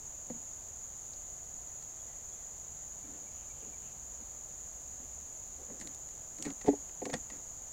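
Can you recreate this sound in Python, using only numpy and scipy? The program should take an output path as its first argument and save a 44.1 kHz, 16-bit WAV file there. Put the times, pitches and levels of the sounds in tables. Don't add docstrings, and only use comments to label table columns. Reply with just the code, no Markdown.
import sys
import numpy as np
from scipy import signal
from scipy.fft import rfft, irfft
from scipy.io import wavfile
from scipy.ndimage import uniform_filter1d

SR = 44100
rng = np.random.default_rng(int(sys.argv[2]) if len(sys.argv) > 2 else 0)


def digitize_waveform(pressure):
    field = np.atleast_2d(pressure).T
    bounded = np.clip(field, -1, 1)
    quanta = np.round(bounded * 32767).astype(np.int16)
    wavfile.write(sys.argv[1], SR, quanta)


N = 340452
T = np.arange(N) / SR

# f/Hz, relative level/dB
CHORUS_SPECTRUM = [(5000, -59), (5600, -23), (6000, -13.5), (6400, -6.5), (6860, -1), (7400, -7.5),
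                   (7700, -17.5), (8200, -20), (9500, -34)]
def cicadas(count=30, clicks_per_s=260, abdomen_hz=6847, spread_hz=570, ring_s=0.00043, db=-46.5):
    groups, t = np.zeros((6, N)), T[:512]
    for k, detune in enumerate(np.linspace(-1, 1, count)):
        uneven = 1 + .03 * walk(4) + .05 * walk(150)
        rate = clicks_per_s * np.exp(.25 * rng.standard_normal()) * uneven
        clicks = np.diff(np.floor(np.cumsum(rate) / SR), prepend=0)
        ring = np.exp(-t / ring_s) * np.sin(2 * np.pi * (abdomen_hz + detune * spread_hz) * t)
        buzz = level(signal.oaconvolve(clicks, ring)[:N], 0)
        swell = undb(-0.65 * walk(1.0))
        groups[k % len(groups)] += buzz * swell
    chorus = sum(trees(group, t60=0.68) for group in groups)
    return level(colour(chorus, CHORUS_SPECTRUM), db)


# t/s, ring peak level/dB, favoured f/Hz, place (edge 0, back 1), crack level/dB
HAND_KNOCKS = [(0.3009, -30.5, 310, 0.045, -39), (0.3444, -43.5, 204, .16, -62),
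               (5.702, -43, 280, .53, -45), (6.4638, -33, 230, 0.94, -32.5), (6.6449, -34.5, 390, .51, -43),
               (6.6819, -13, 444, 0.83, -26.5), (6.7302, -28, 510, 0.84, -49), (7.019, -29, 505, 0.55, -36),
               (7.061, -30.5, 464, 0.53, -43), (7.0928, -34, 486, 0.43, -47), (7.1376, -27, 348, 0.12, -45)]
def knocks(slip_db=-35, gap_s=0.0068, rise_db=9, fall_octaves=0.19):
    out = np.zeros(N)
    for s, db, pitch_hz, place, crack_db in HAND_KNOCKS:
        pushes = 1 + int(max(db - slip_db, 0) / rise_db)
        for early in range(pushes):
            ring = undb(db) * case_ring(pitch_hz * 2 ** (early * fall_octaves), place)
            crack = shell_slip(crack_db, tilt_db=-7.0, decay_s=0.0005, tail_db=-9.5, tail_s=0.0087)
            add(out, s - early * gap_s, undb(-early * rise_db) * (ring + crack))
    return out


# f/Hz, level/dB pushed at the edge, level/dB pushed on the back, t60/s
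CASE_MODES = [(175, -2.5, -24, 0.13), (236.5, 1.5, -9.5, 0.1), (282.5, -18, 1, 0.15),
              (412.7, -14, 5, 0.051), (499.4, 4.5, -6.5, 0.043), (613, -20, -3, 0.044),
              (706, 1.5, -1.5, 0.028), (837, -24, -4, 0.059), (960, -8, -41, 0.04)]
def case_ring(pitch_hz, place, focus_db=7, push_s=0.0027):
    t, ring = T[:16384], 0
    for hz, edge_db, back_db, t60 in CASE_MODES:
        db = edge_db + place * (back_db - edge_db) - focus_db * np.log2(hz / pitch_hz) ** 2
        ring = ring + undb(db - 60 * t / t60) * np.sin(2 * np.pi * hz * t)
    bass_cut = signal.butter(2, 185, "high", fs=SR, output="sos")
    treble_cut = signal.butter(6, 1000, fs=SR, output="sos")
    onset = 1 - np.exp(-t / push_s)
    ring = signal.sosfilt(np.vstack([bass_cut, treble_cut]), ring * onset)
    return ring / np.abs(ring).max()


# t/s, onset level/dB
CASE_CLICKS = [(1.824, -41.5), (5.801, -39), (5.812, -35), (5.8735, -32.5), (5.947, -41), (6.089, -45),
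               (6.386, -39), (6.425, -24), (6.4537, -34)]
# t/s, onset level/dB, decay/s
CASE_CREAKS = [(5.812, -47.5, 0.013), (6.449, -44.5, .024), (6.503, -44, 0.0044), (6.613, -43.5, 0.0057),
               (6.66, -47, 0.037), (6.894, -50.5, .0045), (7.0543, -35, 0.0052), (7.099, -42, 0.0052),
               (7.131, -39.5, 0.017), (7.139, -26, 0.0036), (7.301, -45, 0.007), (7.325, -58, .05)]
def ticks_and_creaks():
    out = np.zeros(N)
    for s, db in CASE_CLICKS:
        add(out, s, shell_slip(db, tilt_db=6.5, decay_s=0.00059, tail_db=-22, tail_s=0.013))
    for s, db, decay_s in CASE_CREAKS:
        add(out, s, shell_slip(db, tilt_db=-2.5, decay_s=decay_s, tail_db=-33, tail_s=.02))
    return out


# f/Hz, relative level/dB
SHELL_SPECTRUM = [(300, -4.5), (800, 3.5), (1100, -2.5), (1500, -9), (1900, 7.5), (2300, 1), (2950, -4.5),
                  (4250, -1.5), (5000, -2.5), (8200, -0.5), (9700, -19), (11000, -18), (12500, -37),
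                  (16000, -30)]
def shell_slip(db, tilt_db, decay_s, tail_db, tail_s, grain_db=2):
    t = T[:16384]
    noise, size = rng.standard_normal((2, len(t)))
    grains = level(noise * undb(grain_db * size), db)
    fade = np.exp(-t / decay_s) + undb(tail_db) * np.exp(-t / tail_s)
    return colour(grains * fade, SHELL_SPECTRUM, tilt_db)


# t/s, length/s, level/dB, favoured f/Hz
SKIN_RUBS = [(3.03, 0.26, -60.5, 273), (3.611, 0.13, -61.5, 330), (4.198, 0.048, -62.5, 260),
             (4.99, 0.081, -64.5, 280), (5.582, .08, -61.5, 547), (5.678, 0.11, -57, 324),
             (5.792, 0.15, -57, 195), (6.38, 0.091, -55.5, 250), (6.449, 0.093, -46, 197),
             (7.12, 0.064, -45.5, 206), (7.302, 0.13, -61, 248)]
def scuffs(damping_s=0.0078, hiss_hz=1250, hiss_db=-14):
    out = np.zeros(N)
    band = signal.butter(2, [hiss_hz / np.sqrt(2), hiss_hz * np.sqrt(2)], "band", fs=SR, output="sos")
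    for s, length, db, pitch_hz in SKIN_RUBS:
        progress = np.linspace(0, 1, int(length * SR))
        quick_swell = np.sin(np.pi * progress ** 0.48)
        slips = rng.standard_normal(SR)[:len(progress)] * quick_swell
        ring = case_ring(pitch_hz, place=0.52, focus_db=7.5)[:2048] * np.exp(-T[:2048] / damping_s)
        add(out, s, level(signal.fftconvolve(slips, ring), db))
        add(out, s, level(signal.sosfilt(band, slips), db + hiss_db))
    return out


# t/s, level/dB
BIRD_WHISTLES = [(1.6, -80), (2.02, -76), (2.32, -77), (2.72, -79)]
BIRD_CHIPS = [1.986, 2.313]
def birds(song_s=3.023, phrase_s=.2325, echo_db=-3):
    out = np.zeros(N)
    for s, db in BIRD_WHISTLES:
        add(out, s, note(db, length_s=.16, start_hz=2230, end_hz=1755, rasp_hz=50))
    for s in BIRD_CHIPS:
        add(out, s, note(db=-72.5, length_s=.035, start_hz=3450, end_hz=3260, rasp_hz=12))
    for k, effort_db in enumerate([-4.5, 0, 0, 0]):
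        s = song_s + k * phrase_s
        pip = note(-69.5 + effort_db, length_s=0.042, start_hz=2330, end_hz=2300, rasp_hz=15)
        slur = note(-74.5 + effort_db, length_s=0.2, start_hz=3000, end_hz=2640, rasp_hz=260)
        add(out, s, pip)
        add(out, s + .04, slur)
    return out + undb(echo_db) * trees(out, t60=1.0)


def note(db, length_s, start_hz, end_hz, rasp_hz):
    size = int(length_s * SR)
    hz = np.linspace(start_hz, end_hz, size) + rasp_hz * walk(700)[:size]
    return level(np.sin(2 * np.pi * np.cumsum(hz) / SR) * np.hanning(size), db)


def twig(s=1.135, hz=4800, width_hz=1500, decay_s=0.0037, db=-67):
    out, t = np.zeros(N), T[:4096]
    band = signal.butter(2, [hz - width_hz / 2, hz + width_hz / 2], "band", fs=SR, output="sos")
    snap = rng.standard_normal(len(t)) * np.exp(-t / decay_s)
    add(out, s, level(signal.sosfilt(band, snap), db))
    return out


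# f/Hz, relative level/dB
AIR_SPECTRUM = [(20, -6), (33, 0.5), (47, 0.5), (68, -2), (100, -4.5), (200, -11.5), (330, -15), (700, -11),
                (1000, -17), (1500, -21.5), (2500, -25.5), (5000, -26.5), (10000, -28), (16000, -29)]
def air(hum_hz=66, hum_peak_s=4.6, hum_fade_s=0.86, whine_hz=11640):
    bed = level(colour(rng.standard_normal(N), AIR_SPECTRUM), db=-56.5)
    wavering_hz = hum_hz * (1 + 0.099 * walk(19))
    hum = np.sin(2 * np.pi * np.cumsum(wavering_hz) / SR) * undb(3.2 * walk(11))
    swell = 1 / np.hypot(1, (T - hum_peak_s) / hum_fade_s)
    whine = np.sin(2 * np.pi * whine_hz * T + .5 * walk(12))
    return bed + level(hum, db=-61) * swell + level(whine, db=-82)


def trees(x, t60):
    tail = rng.standard_normal(N) * undb(-60 * T / t60)
    return irfft(rfft(x) * rfft(tail / np.linalg.norm(tail)), N)


def colour(x, points, tilt_db=0):
    hz, db = np.transpose(points)
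    octave = np.log2(np.fft.rfftfreq(len(x), 1 / SR) + 1)
    curve_db = np.interp(octave, np.log2(hz), db + tilt_db * np.log2(hz))
    gain = level(undb(curve_db), 0)
    cepstrum = irfft(np.log(gain), len(x))
    cepstrum[1:] *= 2
    cepstrum[len(x) // 2:] = 0
    return irfft(rfft(x) * np.exp(rfft(cepstrum)), len(x))


def walk(rate):
    hold = int(SR / rate)
    steps = np.repeat(rng.standard_normal(N // hold + 1), hold)
    return level(uniform_filter1d(steps, hold)[:N], 0)


def undb(db):
    return 10 ** (np.asarray(db) / 20)


def level(x, db):
    return x * undb(db) / np.sqrt(np.mean(x ** 2))


def add(out, s, x):
    i = int(s * SR)
    out[i:i + len(x)] += x[:max(N - i, 0)]


def scene():
    wood = cicadas() + air() + birds() + twig()
    handling = knocks() + scuffs() + ticks_and_creaks()
    return np.tile(wood + handling, (2, 1))


def record(dry, top_hz=15850):
    return signal.sosfilt(signal.ellip(12, .1, 80, top_hz, fs=SR, output="sos"), dry)


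dry = scene()
out = record(dry)
digitize_waveform(out)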